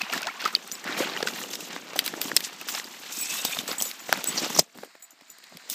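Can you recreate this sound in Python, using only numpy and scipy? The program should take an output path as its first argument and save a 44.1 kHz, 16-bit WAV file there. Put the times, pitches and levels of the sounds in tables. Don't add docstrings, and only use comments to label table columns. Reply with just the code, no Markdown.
import sys
import numpy as np
from scipy import signal
from scipy.fft import rfft, irfft
from scipy.io import wavfile
from scipy.ndimage import uniform_filter1d

SR = 44100
rng = np.random.default_rng(int(sys.argv[2]) if len(sys.argv) > 2 else 0)


def generate_wav(sig):
    pcm = np.round(np.clip(np.atleast_2d(sig).T, -1, 1) * 32767).astype(np.int16)
    wavfile.write(sys.argv[1], SR, pcm)


N = 253134


def snow():
    # first_hz, last_hz, cycles, grains_per_s, spread_db, clump_db
    sizes = [(184.4, 722, 1.06, 1200, 4, 0), (700, 2770, 5.7, 3000, 1, 2.5),
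             (2500, 3880, 0.83, 5000, 1, 1.5), (5060, 7770, 5.7, 16000, -2, 3.5),
             (9000, 7000, 0.8, 8400, 3, 2)]
    # fine_share, offset_db
    blends = [(.02, -0.5), (.45, -2), (.9, -2), (1.2, -3)]
    # time_s, offset_db
    powder = [(0, 1.5), (1.4, 1), (1.6, -2.5), (1.9, 0.5), (3.0, -1.5), (3.85, 3), (4.1, -2), (4.55, -3),
              (4.8, 4), (5.74, -1)]
    clods, coarse, fine = crush_levels()
    levels = [clods] + [coarse + share * (fine - coarse) + db for share, db in blends]
    levels[-1] += along(powder)[0]
    return sum(gain_of(db) * grains(*size) for db, size in zip(levels, sizes))


def crush_levels():
    # time_s, clods_db, coarse_db, fine_db
    rustle = [(0.0, -51, -35.5, -48), (0.22, -53.5, -40, -53), (0.65, -49.5, -46.5, -51.5),
              (0.88, -50.5, -42.5, -54.5), (1.07, -38, -36.5, -47), (1.53, -45, -47.5, -45),
              (1.74, -46.5, -48.5, -51.5), (1.95, -49, -41.5, -53.5), (2.22, -41, -43.5, -46),
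              (2.51, -49.5, -44.5, -51.5), (3.1, -53, -47, -45), (3.34, -49, -39, -37.5),
              (3.71, -42, -43.5, -48), (3.88, -59.5, -45.5, -50.5), (4.12, -49, -44.5, -49),
              (4.27, -49, -38.5, -44), (4.46, -34, -33, -43), (4.59, -62, -58.5, -64),
              (5.1, -75.5, -60, -71.5), (5.74, -58, -52, -56.5)]
    # start_s, hold_s, clods_db, coarse_db, fine_db
    crunches = [(0, 0.016, -50, -34.5, -48), (0.116, 0.066, -37, -33, -39), (0.222, 0.092, -60, -43, -54),
                (0.389, 0.1, -59, -33, -46), (0.707, 0.085, -60, -62, -53),
                (0.846, 0.18, -38.5, -34.5, -47), (.97, 0.057, -39, -30.5, -34),
                (1.053, 0.14, -49, -36.5, -59), (1.26, 0.036, -37.5, -39, -41), (1.34, .095, -46, -41, -42),
                (1.5, 0.054, -44, -47, -39), (1.587, 0.099, -47, -47, -44),
                (1.693, 0.079, -41.5, -37.5, -49), (1.95, 0.056, -49, -55, -40.5),
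                (2.037, 0.044, -50, -40.5, -36), (2.202, 0.087, -45, -42.5, -37.5),
                (2.338, 0.069, -67, -60, -40), (2.417, .055, -61, -46, -39), (2.594, .03, -48, -46, -48),
                (2.67, 0.056, -47, -45.5, -37.5), (2.734, 0.061, -51, -36, -36.5),
                (3.012, 0.1, -58, -43, -64), (3.114, .15, -64, -54, -36), (3.286, 0.11, -47, -51, -34),
                (3.428, 0.18, -56, -42, -39.5), (3.673, 0.059, -53.5, -34, -36.5),
                (3.797, 0.1, -49, -50, -36), (4.077, .14, -39.5, -39, -41.5),
                (4.248, 0.11, -42, -46.5, -38.5), (4.343, 0.15, -43.5, -59, -37),
                (4.49, 0.11, -37, -40.5, -35.5), (4.566, 0.014, -29, -42, -30.5),
                (4.742, 0.11, -48.5, -58, -57), (5.01, 0.017, -80, -76, -69), (5.287, 0.023, -58, -68, -68),
                (5.514, .04, -53, -60, -68), (5.687, 0.063, -49, -45.5, -40)]
    attack_s, release_db_per_s = 0.0097, 517
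    t = np.arange(N) / SR
    power = gain_of(along(rustle)) ** 2
    for start, hold, *db in crunches:
        rise = np.clip((t - start) / attack_s, 0, 1)
        fall = gain_of(-release_db_per_s * np.maximum(t - start - hold, 0))
        power += (gain_of(db)[:, None] * rise * fall) ** 2
    return 10 * np.log10(power)


def grains(first_hz, last_hz, cycles, per_s, spread_db, clump_db, count=14):
    clumps = wobble(N, 300)
    size = gain_of(spread_db * np.minimum(rng.exponential(1, N), 5)) * rng.choice([-1, 1], N)
    breaks = size * (rng.random(N) < per_s / SR) * gain_of(clump_db * clumps)
    kind, out = rng.integers(0, count, N), np.zeros(N)
    for k, hz in enumerate(np.geomspace(first_hz, last_hz, count)):
        turns = np.arange(0, 3 * cycles, hz / SR)
        wave = np.sin(2 * np.pi * turns) * np.exp(-2 * turns / cycles) * (1 - np.exp(-3 * turns))
        out += signal.oaconvolve(breaks * (kind == k), wave / np.linalg.norm(wave))[:N]
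    return evened(band(out, first_hz * 1.154, last_hz * 2))


def snaps(per_s):
    when, pitch, size = rng.random((round(per_s * N / SR), 3)).T
    levels = crush_levels()[1][(when * N).astype(int)] + 8.5 - 2 * np.log(size + 0.03)
    rows = [(start, db, hz, 0.69, db - 13, db - 27, 0.66)
            for start, db, hz in zip(when * N / SR, levels, 1500 * 4 ** pitch)]
    return played(rows, click, size=600)


def click(db, hz, ms, dull_db, bright_db, noisy, noise):
    t = np.arange(len(noise)) / SR
    force, noisy = contact(t, ms), np.clip(noisy, 0, 1)
    tone = np.sin(2 * np.pi * hz * t) * force
    tone += 0.13 * np.sin(2 * np.pi * hz * 0.835 * t) * contact(t, 3.9 * ms)
    rattle = band(noise * force, 1320, 5270)
    ring = peaked((1 - noisy) * peaked(tone) + noisy * peaked(rattle))
    dull = per_burst(band(noise * force, 290, 1570))
    tick = band(noise * contact(t, 0.77 * ms), 5830, 12900)
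    bright = per_burst(band(tick, 3300, 16500))
    return gain_of(db) * ring + gain_of(dull_db) * dull + gain_of(bright_db) * bright


def knock(db, hz, thud_db, noise):
    t = np.arange(len(noise)) / SR
    rough = 0.5 * evened(band(noise, hz * 0.19, hz * 2.17))
    force = contact(t, ms=800 / hz)
    blow = peaked(band(force * (np.sin(2 * np.pi * hz * t) + rough), hz / 2, hz * 5))
    thud = contact(t, ms=3.3) * np.sin(2 * np.pi * 90 * t)
    return gain_of(db) * blow + gain_of(thud_db) * thud


def fingers():
    # start_s, ring_db, pitch_hz, contact_ms, dull_db, bright_db, noisy_share
    clicks = [(0.0164, -14.5, 2490, 1.24, -37, -36, 0.65), (0.0635, -43, 2340, 1.05, -50, -57, 0.5),
              (0.099, -22, 2740, 0.86, -32, -48, 0.4), (0.1268, -15.5, 2370, 0.81, -35, -50, 0.5),
              (0.1356, -22, 1750, 0.7, -34, -27.5, 0.3), (0.177, -13, 1830, 0.74, -43, -48, 0.56),
              (0.218, -28, 4600, 1.05, -40, -34, 0.5), (0.2303, -16, 2700, 0.93, -37, -41, 0.85),
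              (0.2695, -13.5, 1503, 1.05, -33, -60, 0.57), (0.285, -25, 1890, 1.05, -44, -55, 0.4),
              (0.4165, -23, 2400, 0.91, -34, -37, 0.8), (0.4524, -11.5, 1890, 1.05, -36, -48, 0.59),
              (0.4764, -14.5, 1900, 1.2, -32, -35, 0.8), (0.5277, -34, 1440, 1.7, -42, -39, 0.5),
              (0.5509, -2.5, 4530, 0.59, -38, -28, 0.3), (0.5608, -21.5, 3070, 1.6, -38, -49, 0.55),
              (0.6758, -39, 1480, 0.87, -58, -37, 0.4), (0.7158, -17.5, 6070, 0.61, -48, -42, 0.4),
              (0.7207, -28, 6860, 1.05, -46, -30.5, 0.4), (0.7528, -24, 5280, 0.61, -54.5, -45, 0.57),
              (0.8411, -27, 1810, 1.3, -45, -36, 0.55), (0.9288, -20.5, 3790, 0.53, -38, -51, 0.3),
              (1.0355, -19, 1530, 1.3, -31, -45, 0.4), (1.072, -30, 2720, 1.05, -27.5, -51, 0.4),
              (1.1506, -31, 1830, 1.2, -45, -56, 0.3), (1.1646, -17, 1900, 0.97, -27.5, -57, 0.3),
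              (1.1732, -22, 2940, 0.85, -30, -58, 0.3), (1.206, -37, 1520, 1.2, -26, -58, 0.6),
              (1.227, -12, 1690, 1.1, -25, -57, 0.57), (1.272, -8, 1500, 1.5, -38, -46, 0.63),
              (1.2841, -17, 1930, 1.1, -36, -38, 0.65), (1.3358, -26, 2850, 1.1, -42, -47, 0.7),
              (1.3597, -24, 1870, 1.05, -39, -42, 0.6), (1.4374, -23, 2910, 1.2, -33.5, -44, 0.46),
              (1.504, -29, 3480, 1.05, -52, -43, 0.5), (1.512, -22, 6360, 0.89, -47, -41, 0.53),
              (1.533, -21, 6350, 2.6, -57, -47, 0.76), (1.5536, -18, 4850, 1.2, -34.5, -30, 1),
              (1.6067, -24.5, 2680, 1.1, -47, -35, 0.66), (1.7053, -28, 2840, 0.9, -47, -60, 0.7),
              (1.7628, -25, 2000, 0.76, -26, -62, 0.5), (1.9327, -27, 2430, 0.99, -30.5, -58, 0.75),
              (1.9609, -24, 6180, 2.5, -25.5, -31, 0.63), (1.99, -4, 3120, 1.25, -28, -16, 0.78),
              (1.9963, -18, 4650, 0.83, -50, -41, 0.43), (2.0617, -19, 4030, 1.3, -42, -22, 0.58),
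              (2.077, -15, 2830, 1.3, -47, -25, 0.82), (2.1385, -21.5, 1710, 0.67, -30, -47, 0.2),
              (2.2143, -11, 2490, 1.46, -52, -20, 0.82), (2.2821, -25, 3210, 1.05, -33, -44, 0.4),
              (2.3162, -14, 1760, 0.6, -24, -47, 0.1), (2.365, 0, 5210, 0.91, -28, -8.5, 0.58),
              (2.37, -9, 4600, 0.83, -45, -22, 0.7), (2.4053, -18, 4240, 0.88, -44, -29, 0.8),
              (2.5288, -36, 3100, 1.1, -39.5, -44, 0.4), (2.613, -24.5, 2620, 1.05, -45, -36, 0.45),
              (2.6863, -15.5, 1500, 0.73, -48, -30, 0.6), (2.69, -20.5, 6100, 1.05, -54, -45, 0.8),
              (2.7483, -15, 3460, 1.3, -28.5, -53, 0.84), (2.7979, -15.5, 1910, 0.8, -39.5, -48, 0.66),
              (2.8428, -27.5, 4800, 1.05, -52, -38, 0.4), (3.1237, -24, 6600, 1.2, -49, -34, 0.9),
              (3.1707, -34, 6500, 0.84, -40, -33, 0.5), (3.3398, -21, 6500, 1.05, -57, -30, 0.7),
              (3.4498, -14, 5420, 1.3, -25, -21, 0.8), (3.4492, -19.5, 4670, 1, -32, -24, 0.3),
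              (3.5474, -23, 3630, 1.05, -44, -34, 0.7), (3.5694, -28, 3650, 1.3, -28, -45, 0.4),
              (3.588, -14, 3620, 1.05, -60, -30, 0.57), (3.678, -34, 6200, 0.82, -36, -29.5, 0.7),
              (3.7139, -17, 4500, 1.2, -25, -42, 0.7), (3.7818, -41, 7060, 0.95, -49, -36, 0.5),
              (3.8016, -20.5, 3220, 1.4, -38, -35, 0.5), (3.8121, -14, 6900, 0.79, -27.5, -26, 0.8),
              (3.8226, -26, 6800, 0.95, -31, -15, 0.7), (3.913, -21, 2230, 0.8, -51, -36, 0.75),
              (4.0923, -33, 1840, 0.71, -27, -50, 0.8), (4.1265, -6.5, 1550, 0.75, -12, -18, 0.28),
              (4.138, -20, 4340, 0.74, -27.5, -43, 0.6), (4.1737, -28, 1820, 1.5, -28, -35, 0.8),
              (4.2416, -18, 5940, 0.78, -30, -22, 0.75), (4.376, -17, 5990, 1.05, -31.5, -36, 0.5),
              (4.3826, -17, 4770, 0.88, -33, -38, 0.3), (4.4456, -23, 5210, 0.7, -31, -34, 0.5),
              (4.502, -25, 6070, 0.73, -28, -48, 0.45), (4.5501, -23, 5760, 2.2, -31, -31, 0.5),
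              (4.5624, -19, 5750, 1.4, -22.5, -30, 0.55), (4.5893, -20, 5900, 1.05, -27, -31, 0.5),
              (4.593, -1.5, 5030, 0.6, -13.5, -11, 0.2), (4.5971, -12.5, 6100, 1.5, -25, -27, 0.8),
              (4.7754, -42, 3460, 0.81, -48, -46, 0.65), (4.7864, -42, 2480, 0.73, -38, -49, 0.6),
              (4.835, -37, 1480, 1.05, -43, -46, 0.8), (4.847, -39, 3200, 0.75, -45, -46, 0.4),
              (4.9524, -56, 1960, 0.99, -42, -58, 0.6), (5.023, -43, 7100, 1.05, -71, -47, 0.85),
              (5.107, -45, 6150, 1.2, -70, -48, 0.4), (5.2101, -37, 2060, 1.05, -47, -54, 0.6),
              (5.2995, -37, 7030, 1.7, -63, -43, 0.2), (5.3847, -47, 4840, 1.3, -53, -46.5, 0.3),
              (5.439, -33, 1870, 1.1, -55, -48, 0.84), (5.5704, -29, 4830, 1.2, -62, -38.5, 0.78),
              (5.699, -25.5, 3610, 1.05, -64, -22, 0.3)]
    # start_s, peak_db, pitch_hz, thud_db
    knocks = [(0.029, -33.5, 207, -72), (0.158, -32, 684, -78), (0.454, -24, 390, -83),
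              (0.571, -31, 415, -80), (0.643, -37, 336, -67), (0.72, -38, 248, -52), (0.851, -25, 630, -74),
              (0.893, -23, 315, -68), (1.002, -13.5, 328, -62), (1.204, -19, 676, -57),
              (1.227, -13.5, 470, -50), (1.254, -21, 464, -55), (1.288, -35, 280, -58),
              (1.704, -32, 635, -69), (1.758, -35, 680, -71), (1.958, -18, 660, -53),
              (2.019, -33.5, 250, -70), (2.136, -25.5, 315, -67), (2.173, -24.5, 363, -66),
              (2.253, -26, 270, -62), (2.33, -28.5, 296, -68), (2.852, -36, 328, -76),
              (3.175, -32.5, 275, -70), (3.446, -29, 257, -65), (3.567, -32, 665, -46),
              (3.587, -29.5, 219, -52), (3.688, -21, 480, -73), (3.706, -23, 484, -73),
              (3.728, -43, 206, -73), (3.808, -35, 240, -65), (3.858, -29.5, 510, -61),
              (4.092, -30, 540, -55), (4.126, -14, 693, -61), (4.299, -35, 200, -63),
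              (4.321, -30.5, 323, -57), (4.43, -20, 290, -61), (4.501, -26, 247, -58),
              (4.588, -25, 154, -47), (4.589, -6, 664, -44), (4.755, -40, 290, -71), (4.786, -38, 230, -69),
              (4.832, -21.5, 498, -67), (4.949, -43, 700, -93), (5.128, -51, 300, -93),
              (5.217, -45, 276, -84), (5.523, -36.5, 640, -64), (5.55, -41, 174, -66)]
    return played(clicks, click, size=1200) + played(knocks, knock, size=3000)


def chink(big_db, small_db, ring_db, chance):
    # pitch_hz, fade_s (to fall 60 dB), level_db
    big_tag = [(7935, .22, 0), (14365, .08, -17), (15000, .1, -10)]
    small_tag = [(6900, .21, -9), (7080, .2, -2), (12320, .13, 0)]
    split_ring = [(6130, .041, 0)]
    free_s, spread_db = 0.034, 6
    t = np.arange(4000) / SR
    envelope = (1 - np.exp(-t / 0.00028)) / (1 + np.exp((t - free_s) / 0.0078))
    parts = (big_tag, big_db), (small_tag, small_db), (split_ring, ring_db)
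    tones = [(hz, fade_s, db + part_db) for part, part_db in parts for hz, fade_s, db in part]
    out = np.zeros(len(t))
    for (hz, fade_s, db), (shift, strike) in zip(tones, chance.reshape(-1, 2)):
        tone = np.sin(2 * np.pi * (hz * t + shift))
        twin = 0.55 * np.sin(2 * np.pi * hz * (0.992 + 0.016 * shift) * t)
        out += gain_of(db + spread_db * (strike - 0.5) - 60 * t / fade_s) * (tone + twin)
    return envelope * out


def scuff(db, hz, length_s, octaves, noise):
    age = np.arange(len(noise)) / SR / np.clip(length_s, 0.005, 0.08)
    swell = (2 * age * np.exp(1 - 2 * age)) ** 2.2
    grit = noise * abs(noise[::-1]) ** 0.88
    spread = 2 ** (np.clip(octaves, 0.2, 4) / 2)
    edges = hz / spread, hz * spread
    return gain_of(db) * evened(band(band(grit, *edges), *edges)) * swell


def squeak(length_s, start_hz, end_hz, db, noise):
    count = max(round(length_s * SR), 60)
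    hz = np.linspace(start_hz, end_hz, count)
    rough = evened(resonate(noise[:count], hz, width_hz=160))
    slips = np.sin(2 * np.pi * np.cumsum(hz) / SR) + 0.43 * rough
    return gain_of(db) * evened(slips) * np.hanning(count) ** 0.59


def sleeve_drag():
    # time_s, level_db, pitch_factor
    stroke = [(3.08, -70, .99), (3.13, -44, .99), (3.2, -42, .99), (3.3, -40, 1.), (3.4, -40, 1.01),
              (3.47, -43, 1.), (3.54, -43, 1.), (3.6, -70, 1.)]
    # pitch_hz, width_hz, level_db
    tones = [(2600, 100, 8), (3030, 90, -18), (3600, 120, -15), (4430, 90, -17), (5150, 130, -12),
             (5760, 80, -15), (6300, 80, -10), (6640, 61, 3), (7360, 90, -11), (7840, 100, 11),
             (8330, 100, 7)]
    times, db, factor = np.transpose(stroke)
    t = np.arange(times[0], times[-1], 1 / SR)
    out, bend = np.zeros(len(t)), np.interp(t, times, factor)
    for hz, width_hz, tone_db in tones:
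        grit = gain_of(3 * wobble(len(t), 500)) * rng.standard_normal(len(t))
        out += gain_of(tone_db) * evened(resonate(grit, hz * bend, width_hz))
    return times[0], evened(out) * gain_of(np.interp(t, times, db))


def cupped_hand():
    # time_s, level_db
    loudness = [(4.62, -90), (4.8, -51.5), (5.0, -61), (5.2, -63), (5.4, -53.5), (5.55, -53.5), (5.68, -53),
                (5.74, -62)]
    # pitch_hz, gain_db
    colour = [(300, -40.5), (800, -16), (1500, -4), (2200, -3.5), (2700, -19), (3100, -48), (3800, -6.5),
              (4900, -7), (5500, -15), (6100, -21), (7000, -7.5), (9000, -19), (15000, -33)]
    lumps_db = wobble(N, 400)
    noise = evened(coloured(rng.standard_normal(N), colour))
    return noise * gain_of(along(loudness)[0] + lumps_db)


def air():
    # pitch_hz, gain_db
    colour = [(35, -53), (60, -40), (215, -24), (334, 18), (411, -17), (685, 29), (1190, -56), (1990, 13),
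              (2950, -32), (3990, -32), (5650, -52), (7990, 14), (15300, -40)]
    return gain_of(-68) * evened(coloured(rng.standard_normal(N), colour))


def gain_of(db):
    return 10 ** (np.asarray(db) / 20)


def evened(x):
    return x / np.sqrt(np.mean(x ** 2) + 1e-20)


def peaked(x):
    return x / (abs(x).max() + 1e-12)


def per_burst(x):
    return x / np.sqrt(np.sum(x ** 2) / (SR / 250) + 1e-20)


def wobble(count, width):
    return evened(uniform_filter1d(uniform_filter1d(rng.standard_normal(count), width), width))


def contact(t, ms):
    age = t * 1000 / np.clip(ms, 0.15, 12)
    return age * np.exp(1 - age)


def band(x, lo_hz, hi_hz):
    return signal.sosfilt(signal.butter(2, [lo_hz, min(hi_hz, 20000)], "band", fs=SR, output="sos"), x)


def coloured(x, points):
    pitches, db = np.transpose(points)
    hz = np.fft.rfftfreq(len(x), 1 / SR)
    return irfft(rfft(x) * gain_of(np.interp(np.log(hz + 1), np.log(pitches + 1), db)), len(x))


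def resonate(x, hz, width_hz):
    turn = np.exp(2j * np.pi * np.cumsum(hz) / SR)
    decay = np.exp(-np.pi * width_hz / SR)
    return 2 * (turn * signal.lfilter([1 - decay], [1, -decay], x / turn)).real


def along(points):
    times, *columns = np.transpose(points)
    return [np.interp(np.arange(N) / SR, times, column) for column in columns]


def add(mix, start_s, sound):
    part = mix[max(round(start_s * SR), 0):][:len(sound)]
    part += sound[:len(part)]


def played(table, voice, size, draw=rng.standard_normal):
    out = np.zeros(N)
    for (start_s, *row), chance in zip(table, draw(size=(len(table), size))):
        add(out, start_s, voice(*row, chance))
    return out


def scene():
    # start_s, level_db, pitch_hz, length_s, width_octaves
    scuffs = [(.40, -31, 3020, 0.011, 1.7), (.85, -31.5, 1630, 0.13, 0.79), (.98, -25.5, 590, 0.047, 0.63),
              (1.04, -29, 2500, 0.013, 1.1), (2.215, -34, 12400, 0.02, 0.43),
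              (2.435, -29, 4040, 0.022, 2.5), (2.68, -31, 4900, 0.03, 4.5), (3.445, -25, 6300, 0.018, 2.4),
              (3.52, -35, 2870, 0.016, 0.62), (4.365, -26, 5200, 0.029, 0.78),
              (4.43, -35, 4950, 0.022, 0.52), (4.545, -30, 5760, 0.011, 0.3),
              (4.573, -25, 5550, 0.0071, 0.74), (4.584, -17, 6300, 0.017, 0.77),
              (5.69, -31.5, 7100, 0.057, 2.3)]
    # start_s, length_s, start_hz, end_hz, level_db
    squeaks = [(.01, 0.011, 2646, 2500, -23), (.03, 0.011, 2500, 2500, -33), (.052, 0.047, 877, 1200, -44),
               (.09, 0.031, 585, 840, -34), (.128, 0.016, 1320, 1400, -24.5),
               (.136, 0.011, 1646, 1890, -23.5), (.155, 0.019, 670, 700, -35),
               (.21, 0.014, 600, 700, -36.5), (.224, 0.012, 1346, 1620, -29.5),
               (.232, 0.071, 533, 830, -34.5), (.237, 0.0085, 2750, 2400, -33),
               (.267, 0.023, 738, 1145, -27), (.268, 0.012, 1560, 1550, -29),
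               (.282, 0.015, 1290, 1400, -29), (.282, .01, 1910, 1950, -35),
               (.293, 0.015, 2270, 2190, -33.5), (.34, 0.061, 970, 1210, -46), (.42, 0.01, 1400, 1500, -31),
               (.455, 0.012, 1257, 1326, -14), (.53, 0.018, 1220, 1310, -33),
               (3.2, 0.069, 2412, 2514, -37.5), (3.225, 0.021, 5394, 5355, -37),
               (3.275, 0.082, 2575, 2620, -36), (3.305, .055, 3470, 3490, -42),
               (3.355, 0.072, 2600, 2710, -39), (3.375, 0.045, 3740, 3730, -36.5),
               (3.455, 0.038, 3680, 3720, -36), (3.515, 0.027, 2380, 2440, -30.5),
               (3.52, 0.031, 3550, 3600, -37), (4.586, 0.0071, 6150, 5700, -33)]
    # start_s, big_tag_db, small_tag_db, ring_db
    chinks = [(.722, -36, -32, -48), (.745, -44, -52.5, -70), (1.96, -38, -47, -37), (2.166, -48, -46, -39),
              (2.7, -38, -31.5, -60), (3.187, -29, -70, -70), (3.212, -23, -70, -39),
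              (3.305, -40, -70, -70), (3.355, -67, -37, -70), (3.679, -32, -33, -46),
              (3.783, -27, -31, -70), (3.824, -26, -33, -39), (3.853, -36, -28, -73), (3.92, -55, -70, -70),
              (4.002, -45, -39, -70), (4.068, -43, -70, -70), (4.127, -46, -37, -70),
              (4.26, -40, -51.5, -70), (4.273, -20, -46, -70), (4.997, -62, -54, -80),
              (5.025, -41.5, -39, -61), (5.106, -64, -48, -73), (5.283, -58, -55, -78),
              (5.301, -48, -42.5, -80)]
    mix = air() + fingers()
    mix += played(scuffs, scuff, size=8000) + played(squeaks, squeak, size=4000)
    add(mix, *sleeve_drag())
    mix += played(chinks, chink, size=14, draw=rng.random)
    return (mix + cupped_hand() + snow() + snaps(per_s=21))[None]


def record(dry):
    # pitch_hz, gain_db
    colour = [(40, -6), (90, -8.5), (160, 0), (400, -4), (1300, -3.5), (5000, 0), (9000, -2), (10000, -10),
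              (11500, -8.5), (15000, 5.5)]
    ceiling, step_hz, step_db, edge_hz = 0.82, 15350, -29, 16600
    heard = coloured(dry[0], colour)
    rounded = heard / (1 + (heard / ceiling) ** 6) ** (1 / 6)
    step, edge = (signal.firwin(511, hz, window=("kaiser", 9), fs=SR) for hz in (step_hz, edge_hz))
    low = signal.oaconvolve(rounded, step, "same")
    stepped = low + gain_of(step_db) * (rounded - low)
    return signal.oaconvolve(stepped, edge, "same")[None]


dry = scene()
out = record(dry)
generate_wav(out)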